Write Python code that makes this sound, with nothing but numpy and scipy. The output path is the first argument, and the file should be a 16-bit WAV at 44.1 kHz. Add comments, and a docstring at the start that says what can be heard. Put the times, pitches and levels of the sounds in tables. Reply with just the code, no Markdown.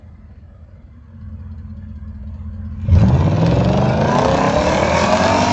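"""A V8 sports car in a road tunnel idles and creeps past the microphone, then pulls away at full throttle. Its
uneven firing makes a stack of orders (multiples of the four-stroke cycle rate), coloured by the pipes. At idle
the exhaust burbles, the engine bay whirrs and metal ticks as the rear comes round to face us. Under load the
gas roars and rasps, the firings spit and some crack. Each crack comes again within a few milliseconds, and the
concrete tube's echo gains on the direct sound as the car draws away."""
import sys
import numpy as np
from scipy import signal
from scipy.fft import rfft, irfft, next_fast_len
from scipy.io import wavfile
from scipy.ndimage import uniform_filter1d, map_coordinates

SR = 44100
rng = np.random.default_rng(int(sys.argv[2]) if len(sys.argv) > 2 else 0)


def output_pcm(signal):
    """Save a mono or channel-first signal as 16-bit PCM at the path in sys.argv[1].

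    Samples are clipped to [-1, 1] before scaling.
    """
    pcm = np.clip(np.atleast_2d(signal).T, -1, 1) * 32767
    wavfile.write(sys.argv[1], SR, np.round(pcm).astype(np.int16))


N = 243431
TIME = np.arange(N) / SR

# engine speed in four-stroke cycles a second, eight firings each: (time [s], speed [Hz])
IDLE_SPEED = [(0, 5.25), (.6, 5.3), (1.0, 5.9), (1.25, 5.36), (1.55, 5.36), (1.85, 5.28), (2.45, 5.24),
              (2.75, 5.36)]
TIP_IN_SPEED = [(2.82, 7.1), (2.9, 9.4)]
PULL_SPEED = [(3.0, 12.6), (3.08, 14.9), (3.15, 16.6), (3.23, 18.1), (3.45, 20.9), (3.97, 26.3),
              (4.24, 31.3), (4.49, 33.3), (4.61, 36.2), (5.0, 42.8), (5.43, 49.7), (5.52, 50.3)]
# pressure pulse of each firing in turn, led by the near bank's four uneven cylinders: (level [dB])
PULSE_DB = [-3, -14, 0, -3, -16, -2, -16, -14]
# gas puff of each firing in turn: (level [dB])
PUFF_DB = [-8, -15, -23, -16, -23, -11, -15, -11]
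# the puffs trail the pulses at high revs: (speed [Hz], lag [cycles])
PUFF_LAG = [(22, 0), (31, .06)]
# the throttle opens on boom, bark and rasp, a row each: (start [s], full [s])
OPENING = [(2.84, 2.94), (2.888, 2.984), (2.824, 2.984)]
# balance at full throttle: (speed [Hz], boom [dB], bark [dB], rasp [dB])
LOAD = [(12.5, -10.5, -28, -38.5), (16, -11.5, -26, -43), (20, -16, -25, -38.5), (20.6, -13.5, -22, -36),
        (26.8, -17, -20.5, -37), (28.97, -18.5, -17, -33), (39, -21, -17, -30), (48.3, -20, -15.5, -27.5),
        (61.6, -15, -30, -32.5)]
# ragged gas: (speed [Hz], churn under the boom [dB], roar under the bark [dB], treble fizz [dB])
TURBULENCE = [(11.1, -19.5, -1.5, 2), (22, -16.5, -11.5, -9), (36.4, -1, -10, -0.5), (49.4, -7, -7, 2)]
# orders between their swells, from the second up: (level [dB])
ORDER_DB = [-12.5, -6.5, -4, -8.5, -0.5, -17.5, -0.5, 3, -3.5, -11.5, 1, 1, -1.5, -3, -5, 4, -7.5, 1.5, 0.5,
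            4, 3, -6.5, -3.5, -3, 6.5, 6, -8.5, 2.5, 6.5, 1, 0, -4, -10.5, 4, 3]
# an order meets a resonance of pipes or tunnel: (order, speed [Hz], half-width [Hz], level [dB])
SWELLS = [(2, 46, 12, 2), (3, 22, 5, 4.5), (4, 27, 2.6, 4.5), (4, 48, 5, 1.5), (5, 19.6, 9.6, 13),
          (5, 48, 7.5, 9), (6, 21.6, 5, 11), (6, 48, 2.6, 5.5), (7, 25, 4.5, -2.5), (8, 9, 9.5, 18),
          (8, 25.8, 12.4, 10), (8, 46, 3.7, 5), (9, 21, 8.2, 2.5), (11, 24, 6.2, 0), (13, 13.4, 6, 14.5),
          (13, 40.5, 13, 4.5), (14, 32.1, 9.7, 11.5), (14, 53.2, 11, 17), (16, 46, 4, 6), (17, 22, 4, 11.5),
          (17, 35.14, 6.1, 17), (19, 26, 3, 14), (19, 48, 4.4, 17), (20, 30, 1.7, 12.5), (22, 34, 5, 14),
          (22, 43.5, 2, 9.5), (23, 22, 1.7, 17), (24, 26, 2.1, 9), (25, 31, 9.5, 11.5), (26, 21, 7.3, 11.5),
          (26, 41.5, 7.9, 8.5), (26, 49.5, 3.5, 12), (29, 30.4, 0.89, 20), (29, 35.6, 0.38, 20),
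          (31, 24, 1.9, 14.5), (31, 33, 1.2, 12), (34, 28.7, 4, 16), (36, 31, 1.1, 12.5),
          (36, 46.9, 1.7, 13.5)]
# the orders above THUMP_ORDER are weak at the launch: (speed [Hz], gain [dB])
OVERTONES, THUMP_ORDER = [(9, -12), (13, -6), (22, 0)], 17
# colour of the exhaust pipes, before heat shifts it: (frequency [Hz], gain [dB])
PIPE_COLOUR = [(40, -10), (70, 3), (110, 4), (165, 5), (205, 2.5), (255, 0), (300, 0), (370, -3.5),
               (480, -5.5), (620, -1.5), (780, -6.5), (1020, -6.5), (1180, -12.5), (1330, -20), (1650, -7),
               (1950, -18.5), (2250, -5), (2800, -8.5), (4000, -34)]
# colours of gas roar, tailpipe rasp and cracks: (frequency [Hz], gain [dB])
GAS_COLOUR = [(15, -61.5), (25, -5), (79, 9), (119, 4), (199, 12), (300, -17), (381, -20.5), (618, -16),
              (786, -21.5), (895, -9), (1040, -14.5), (1320, -21.5), (1620, -17.5), (1840, -31),
              (2100, -38.5), (2730, -73.5), (4620, -100)]
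RASP_COLOUR = [(1500, -11.5), (1950, -2.5), (2300, -1), (2650, -2), (3000, -5), (3500, -9), (3900, -7),
               (4700, -12), (5500, -10), (7000, -11.5), (7900, -22.5)]
CRACK_COLOUR = [(800, 9), (2000, -10.5), (3400, -5), (5000, -6), (7800, -20.5)]
# hard firings: thuds at the launch, then mid-range pops, and sharp cracks: (time [s], relative level [dB])
THUDS = [(2.85, -15.5), (2.883, -7), (2.927, -11.5), (2.964, -1), (3.028, -11)]
POPS = [(3.612, -12), (3.741, -12), (3.783, -11), (3.823, -13), (3.994, -12)]
CRACKS = [(2.9532, -24), (3.0154, -35), (3.0851, -21), (3.208, -27), (3.416, -28.5), (3.465, -12.5),
          (3.513, -18), (3.558, -24.5), (3.648, -14.5), (3.69, -17.5), (3.733, -16.5), (3.775, -18.5),
          (3.856, -25), (3.975, -20), (4.0146, -14), (4.152, -16), (4.1864, -9), (4.248, -8),
          (4.2835, -15.5), (4.3695, -17.5), (5.0404, -16), (5.125, -6.5), (5.1726, -14), (5.2375, -16),
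          (5.2582, -13.5), (5.2809, -12), (5.322, -27.5)]
# ring of pipes and tunnel at a thud, and of a pop: (frequency [Hz], level [dB], t60 [s])
THUD_MODES = [(90.5, 2.5, 0.13), (203.2, -11.5, 0.54), (551, -15.5, 0.084)]
POP_MODES = [(590, 4, 0.023), (720, -2, 0.022), (950, -6.5, 0.027)]

# the idling car creeps past the microphone: (time [s], exhaust burble [dB], engine bay whirr [dB])
IDLE_LEVELS = [(0, -38.5, -54.5), (1.1, -40, -56.5), (1.25, -30.5, -55), (1.9, -31, -54),
               (2.75, -26.5, -51.5)]
# the tailpipes come to face the microphone: (time [s], share heard from behind [0-1])
BEHIND = [(.85, 0.25), (1.25, 0.65)]
# lines of the idling exhaust: (order, level [dB])
IDLE_ORDERS = [(8, -15), (11, -10), (13, -3), (15, -12), (16, 1), (17, -12), (18, -17), (19, -13),
               (21, -13), (24, -12), (29, -18), (33, -23), (37, -14), (40, -6), (41, -16), (42, -16),
               (43, -21), (47, -27)]
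# colours of the idle rumble and of the engine bay from front and rear: (frequency [Hz], gain [dB])
RUMBLE_COLOUR = [(12, -59.5), (20, -33), (43, 4.5), (62, 6.5), (80, 9), (156, -3.5), (222, -8), (239, -6),
                 (289, -17), (400, -23.5), (520, -66.5), (880, -120)]
WHIRR_FRONT = [(180, -40.5), (300, 3), (359, -4.5), (384, -34.5), (417, -8.5), (588, 3), (1090, -18.5),
               (1320, -10.5), (1580, -20.5), (1940, -14), (2450, -25), (3300, -27.5), (3850, -29),
               (4370, -30.5), (8000, -38.5), (10400, -68), (17600, -120)]
WHIRR_BEHIND = [(180, -32.5), (300, -16), (389, -8), (499, 5.5), (733, -14), (1060, 2), (1320, -5),
                (1670, -5), (1970, -14.5), (3320, -23), (3810, -33), (4370, -25), (5670, -37),
                (6600, -29.5), (8000, -37), (10400, -78), (17600, -120)]
# narrow resonances of the engine's metal parts: (frequency [Hz], level against the whirr [dB])
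BAY_MODES = [(1044, -8.5), (1604, -2.5), (1719, -5), (2074, -1), (2369, -2.5), (2913, -2.5), (3343, 2.5),
             (4266, -2.5), (4340, 3), (4760, -11)]
# metallic ticks under the rear of the car: (time [s], relative level [dB])
TICKS = [(.82, -68), (1.025, -69), (1.145, -66), (1.21, -59), (1.325, -67), (1.395, -62), (1.513, -58),
         (1.58, -57.5), (1.697, -60), (1.768, -55.5), (1.887, -57.5), (1.957, -55.5), (2.077, -57),
         (2.146, -59), (2.272, -55), (2.338, -55), (2.53, -57.5), (2.65, -54.5), (2.718, -57)]
# colour of a tick's contact: (frequency [Hz], gain [dB])
TICK_COLOUR = [(2000, -18), (2700, -9), (3200, 0), (3750, -5), (4400, -1), (5000, -5), (5600, -15),
               (6600, -10), (7800, -18)]
# ring of the ticking metal: (frequency [Hz], level [dB], t60 [s])
TICK_MODES = [(2900, -5, 0.15), (3170, -6, .12), (3340, -4.5, 0.12), (4200, -2, .16), (4230, -2.5, 0.12),
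              (4530, -5.5, 0.14), (4700, -6.5, 0.067), (5100, -5.5, 0.12), (5680, -16, .14),
              (6370, -12, 0.15), (6600, -16.5, 0.17), (7240, -18, 0.18)]
# each tick rattles on: (delay [s], level [dB])
RATTLE = [(.006, -3), (.014, -6)]

# each crack comes again twice within a few milliseconds: (delay [s], level [dB])
CRACK_REPEATS = [(.007, -8.5), (.011, -9)]
# decay of the tunnel: (frequency [Hz], t60 [s])
TUNNEL_DECAY = [(80, 2.4), (500, 2.9), (2000, 2.3), (8000, 0.28)]
# echo against the direct exhaust note as the distance grows: (time [s], level [dB])
ECHO = [(2.9, -11), (3.7, -10.5), (4.3, -6.5), (5.5, -3.5)]

LAUNCH_S, FIRST_FIRING_S = 3, 3.466  # the pull begins; a moment when a cycle starts
HEAT, HEAT_PER_S = 0.92, 0.042  # hotter gas raises the pipe resonances: factor at launch, and its rise
TOP_DB, TOP_SPREAD_DB = -2, 3  # orders beyond ORDER_DB are uneven
TOP_ORDER, TOP_DB_PER_ORDER = 58, -0.6125  # and the highest fade out
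FLUTTER_DB, FLUTTER_ORDER = 3.4, 15  # orders below this one hold steadier
SMEAR_RAD, DRAG_HZ = .8, 330  # the pipes smear the pulses and draw their treble into chirps
SURGE_DB, SURGE_LAG_CYCLES = 1.5, .28  # the bark surges once a cycle
SPUTTER_DB, SPUTTER_HZ = 1.44, 12  # the rasp comes in uneven clumps
SPIT_DB, SPIT_SPREAD_DB = -7, 4  # spits against the rasp
BAY_HALF_WIDTH_HZ = 24
IDLE_FADE_DB_PER_S = 17.5


def full_throttle(turns, speed):
    """The exhaust heard from behind as the car leaves: deep boom, bark, rasp and hard firings."""
    opening_db = [throttle_opening(*row) for row in OPENING]
    boom_db, bark_db, rasp_db = np.array(by_speed(LOAD, speed)) + opening_db
    churn_db, roar_db, fizz_db = by_speed(TURBULENCE, speed)
    echo = amp(curve(ECHO))
    note = exhaust_note(turns, speed) * amp(opening_db[0])
    note *= 1 + .2 * wander(90)  # no two firings burn alike
    note += echo * tunnel(note)
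    gas = coloured(puffs(turns, floor=1, fade=.58), GAS_COLOUR)
    lowpass = lambda f: 1 / (1 + (f / 330) ** 8)
    deep_note, deep_gas = shaped(note, lowpass), shaped(gas, lowpass)
    boom = held(held(deep_note, 0) + amp(churn_db) * unit_rms(deep_gas), boom_db)
    bark = held(note - deep_note, 0) + amp(roar_db) * unit_rms(gas - deep_gas)
    surge_db = SURGE_DB * np.cos(2 * np.pi * (turns - SURGE_LAG_CYCLES))
    bark = held(bark, bark_db + surge_db)
    puff_turns = turns - by_speed(PUFF_LAG, speed)[0]
    rasp = held(tailpipe_rasp(puff_turns, echo, fizz_db), rasp_db + SPUTTER_DB * wander(SPUTTER_HZ))
    thuds = struck(THUDS, THUD_MODES, rise_s=.0045)
    pops = struck(POPS, POP_MODES, rise_s=.00067)
    return boom + bark + rasp + thuds + pops + exhaust_cracks(puff_turns, rasp_db, fizz_db)


def exhaust_note(turns, speed):
    """Firing pulses as a stack of orders, each swelling as the revs sweep it through a resonance."""
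    heat = HEAT + HEAT_PER_S * np.maximum(TIME - LAUNCH_S, 0)
    overtones_db, = by_speed(OVERTONES, speed)
    pulse_phase = np.angle(np.fft.fft(-amp(PULSE_DB)))
    note = np.zeros(N)
    for k in range(2, 85):
        top_db = TOP_DB + TOP_DB_PER_ORDER * max(k - TOP_ORDER, 0)
        top_db += TOP_SPREAD_DB * rng.standard_normal()
        base_db = ORDER_DB[k - 2] if k - 2 < len(ORDER_DB) else top_db
        swells = sum(amp(db) * np.exp(-((speed - peak) / width) ** 2)
                     for order, peak, width, db in SWELLS if round(order) == k)
        hz = k * speed
        flutter_db = FLUTTER_DB * min(k / FLUTTER_ORDER, 1) * wander(14)
        gain = amp(overtones_db * (k > THUMP_ORDER) + by_frequency(PIPE_COLOUR, hz / heat) + flutter_db)
        gain /= 1 + (hz / 2800) ** 4
        phase = pulse_phase[k % len(PULSE_DB)] + SMEAR_RAD * rng.standard_normal() - (hz / DRAG_HZ) ** 2
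        note += np.hypot(amp(base_db), swells) * gain * np.cos(2 * np.pi * k * turns + phase)
    return note


def throttle_opening(start, full):
    """A layer's swell in dB as the throttle opens."""
    return np.maximum(-17.5 * np.maximum(full - TIME, 0) / (full - start), -120)


def puffs(turns, floor, fade):
    """Turbulent gas, let out anew at each firing; fade is in firing intervals."""
    firing, age = np.divmod(turns * len(PUFF_DB), 1)
    firing = firing.astype(int)
    size_db = np.array(PUFF_DB)[firing % len(PUFF_DB)] + 18 * (rng.random(2048) - .5)[firing]
    return (floor + amp(size_db) * np.exp(-age / fade)) * rng.standard_normal(N)


def tailpipe_rasp(turns, echo, fizz_db):
    """Hissing gas pulses ring the tailpipes; most of the flow repeats each cycle, so it is pitched."""
    pattern = rng.standard_normal(900)
    buzz = unit_rms(np.interp(turns % 1 * len(pattern), np.arange(len(pattern)), pattern))
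    firing, age = np.divmod(turns % 1 * len(PUFF_DB), 1)
    gate = .16 + amp(PUFF_DB)[firing.astype(int) % len(PUFF_DB)] * np.exp(-age / .44)
    loose_hiss = amp(-1.5) * unit_rms(puffs(turns, floor=.1, fade=.23))
    flow = pipe_ring(unit_rms(gate * buzz) + loose_hiss, t60=.02, share=.3)
    rasp = brightened(coloured(flow, RASP_COLOUR), fizz_db)
    return wall_patches(rasp + amp(-2) * echo * tunnel(rasp), depth_db=3.8, width_hz=85, hold_s=.06)


def exhaust_cracks(turns, rasp_db, fizz_db):
    """The firings spit and a few crack loudly; each crack comes again within milliseconds and the tunnel
    answers."""
    firing = np.floor(turns * len(PUFF_DB)).astype(int)
    clicks = np.diff(firing, prepend=firing[0]) * amp(PUFF_DB)[firing % len(PUFF_DB)]
    throttle_open = TIME > OPENING[0][1]
    clicks *= throttle_open * amp(SPIT_SPREAD_DB * np.clip(rng.standard_normal(N), -2, 2))
    spits = unit_rms(pipe_ring(coloured(clicks, CRACK_COLOUR), t60=.0036, share=3.2))
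    cracks = amp(rasp_db + SPIT_DB) * spits + amp(9.5) * bursts(CRACKS, CRACK_COLOUR, t60=.0076)
    near = repeated(brightened(cracks, fizz_db), CRACK_REPEATS)
    return near + amp(-5.5) * tunnel(near)


def pipe_ring(x, t60, share):
    """The steel pipes ring with many close, narrow modes."""
    t = np.arange(4000) / SR
    ring = rng.standard_normal(len(t)) * amp(-60 * t / t60)
    return x + share * signal.fftconvolve(x, ring / np.linalg.norm(ring))[:N]


def brightened(x, fizz_db):
    """Faster gas is brighter: lifts or lowers the top of the treble."""
    return x + shaped(x, lambda f: f ** 4 / (f ** 4 + 4500 ** 4)) * (amp(fizz_db) - 1)


def idle_burble(turns):
    """Wavering exhaust lines, standing clearer of the rumble as the tailpipes face the microphone."""
    lines = sum(amp(db) * (1 + .15 * wander(5.01)) * np.cos(2 * np.pi * (round(k) * turns + rng.random()))
                for k, db in IDLE_ORDERS)
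    rumble = unit_rms(coloured(rng.standard_normal(N), RUMBLE_COLOUR))
    return held(unit_rms(lines) + amp(8.5 - 29.7 * curve(BEHIND)) * rumble, curve(IDLE_LEVELS))


def engine_bay(turns):
    """A whirr ringing in the engine's metal parts, changing colour as the car passes the microphone."""
    metal = lambda f: 1 + sum(amp(db) / (1 + ((f - hz) / BAY_HALF_WIDTH_HZ) ** 2) for hz, db in BAY_MODES)
    churn = shaped(puffs(turns, floor=1, fade=.5), metal)
    churn = wall_patches(churn, depth_db=3.2, width_hz=70, hold_s=.08)
    front, rear = unit_rms(coloured(churn, WHIRR_FRONT)), unit_rms(coloured(churn, WHIRR_BEHIND))
    behind = curve(BEHIND)
    return amp(curve(IDLE_LEVELS, column=2)) * ((1 - behind) * front + behind * rear)


def metal_ticks():
    """Light contacts under the rear of the car ring and rattle on."""
    contacts = amp(3) * bursts(TICKS, TICK_COLOUR, t60=.05)
    rings = amp(-15) * struck(TICKS, TICK_MODES, rise_s=.001)
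    return wall_patches(repeated(contacts + rings, RATTLE), depth_db=3.5, width_hz=110, hold_s=.1)


def tunnel(x):
    """The concrete tube's echo, as strong as x: sparse reflections, each band dying at its own rate."""
    taps = rng.choice([-1., 1.], 2 * SR) * (rng.random(2 * SR) < 3000 / SR)
    hz, t, spectrum = signal.stft(taps, SR, nperseg=256)
    decay = amp(-60 * t / by_frequency(TUNNEL_DECAY, hz)[:, None])
    tail = signal.istft(spectrum * decay, SR, nperseg=256)[1]
    return unit_rms(signal.fftconvolve(x, tail)[:N]) * np.std(x)


def wall_patches(x, depth_db, width_hz, hold_s):
    """Wall reflections add and cancel at the microphone in shifting patches of frequency."""
    hz, t, spectrum = signal.stft(x, SR, nperseg=1024, noverlap=768)
    grid = np.meshgrid(t / hold_s, hz / width_hz)
    patches = map_coordinates(rng.standard_normal((256, 256)), grid, order=1, mode="wrap")
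    return signal.istft(spectrum * amp(depth_db * unit_rms(patches)), SR, nperseg=1024, noverlap=768)[1][:N]


def struck(events, modes, rise_s):
    """Each event knocks a set of modes, never quite alike."""
    out, t = np.zeros(N), np.arange(SR // 4) / SR
    hz, mode_db, t60 = np.transpose(modes)[:, :, None]
    for (s, db), (loudness, tuning) in zip(events, rng.standard_normal((64, 2, len(modes), 1))):
        envelopes = amp(db + mode_db + 3 * loudness - 60 * t / t60)
        rings = envelopes * np.sin(2 * np.pi * hz * (1 + .005 * tuning) * t)
        add(out, s, rings.sum(0) * (1 - np.exp(-t / rise_s)))
    return out


def bursts(events, colour, t60):
    """A short burst of noise at each event."""
    out, t = np.zeros(N), np.arange(3000) / SR
    for (s, db), noise in zip(events, rng.standard_normal((128, len(t)))):
        add(out, s, amp(db - 60 * t / t60) * noise)
    return coloured(out, colour)


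def repeated(x, taps):
    """Adds delayed copies."""
    out = x.copy()
    for delay, db in taps:
        add(out, delay, amp(db) * x)
    return out


def add(mix, s, sound):
    """Mixes a sound in at s seconds."""
    part = mix[round(s * SR):][:len(sound)]
    part += sound[:len(part)]


def amp(db):
    """Decibels to gain."""
    return 10 ** (np.asarray(db) / 20)


def curve(rows, column=1):
    """One column of a time table, at every sample."""
    rows = np.array(rows)
    return np.interp(TIME, rows[:, 0], rows[:, column])


def by_speed(rows, speed):
    """Every column of an engine-speed table, at every sample."""
    at, *columns = np.transpose(rows)
    return [np.interp(speed, at, column) for column in columns]


def by_frequency(rows, hz):
    """Reads a table on a log-frequency axis."""
    f, value = np.transpose(rows)
    return np.interp(np.log(hz + 1), np.log(f + 1), value)


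def shaped(x, gain):
    """Filters by a gain given as a function of frequency."""
    size = next_fast_len(len(x) + 8192)
    return irfft(rfft(x, size) * gain(np.fft.rfftfreq(size, 1 / SR)), size)[:len(x)]


def coloured(x, colour):
    """Filters by a colour table, falling away beyond its ends."""
    skirts = lambda f: np.minimum(f / colour[0][0], 1) ** 2 / np.maximum(f / colour[-1][0], 1) ** 6
    return shaped(x, lambda f: amp(by_frequency(colour, f)) * skirts(f))


def unit_rms(x):
    """Scales to rms 1."""
    return x / np.sqrt(np.mean(x ** 2) + 1e-20)


def wander(hz):
    """Random drift of rms 1, turning hz times a second."""
    knots = rng.standard_normal(1024)
    return unit_rms(np.interp(TIME * hz, np.arange(len(knots)), knots))


def held(x, db):
    """Makes the running level of x follow a curve."""
    power = uniform_filter1d(uniform_filter1d(x ** 2, size=4400), size=4400)
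    return x * amp(db) / np.sqrt(abs(power) + 1e-14)


def scene():
    """From one spot in the tunnel: the idle passes, then dies away under the pull."""
    idle_turns = np.cumsum(curve(IDLE_SPEED) * (1 + .0018 * wander(72))) / SR
    speed = curve(IDLE_SPEED + TIP_IN_SPEED + list(PULL_SPEED))
    turns = np.cumsum(speed * (1 + .002 * wander(60))) / SR  # counts four-stroke cycles
    turns -= np.interp(FIRST_FIRING_S, TIME, turns) % 1
    idle = idle_burble(idle_turns) + engine_bay(idle_turns) + metal_ticks()
    lingering = amp(-IDLE_FADE_DB_PER_S * np.maximum(TIME - LAUNCH_S, 0))
    return (lingering * idle + full_throttle(turns, speed))[None]


def record(dry):
    """The mono microphone rounds off the highest peaks; the band ends at 8100 Hz."""
    rounded = dry / (1 + (dry / .8) ** 6) ** (1 / 6)
    lowpass = signal.firwin(401, 8100, window=("kaiser", 9), fs=SR)
    return signal.oaconvolve(rounded, lowpass[None], "same")


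dry = scene()
out = record(dry)
output_pcm(out)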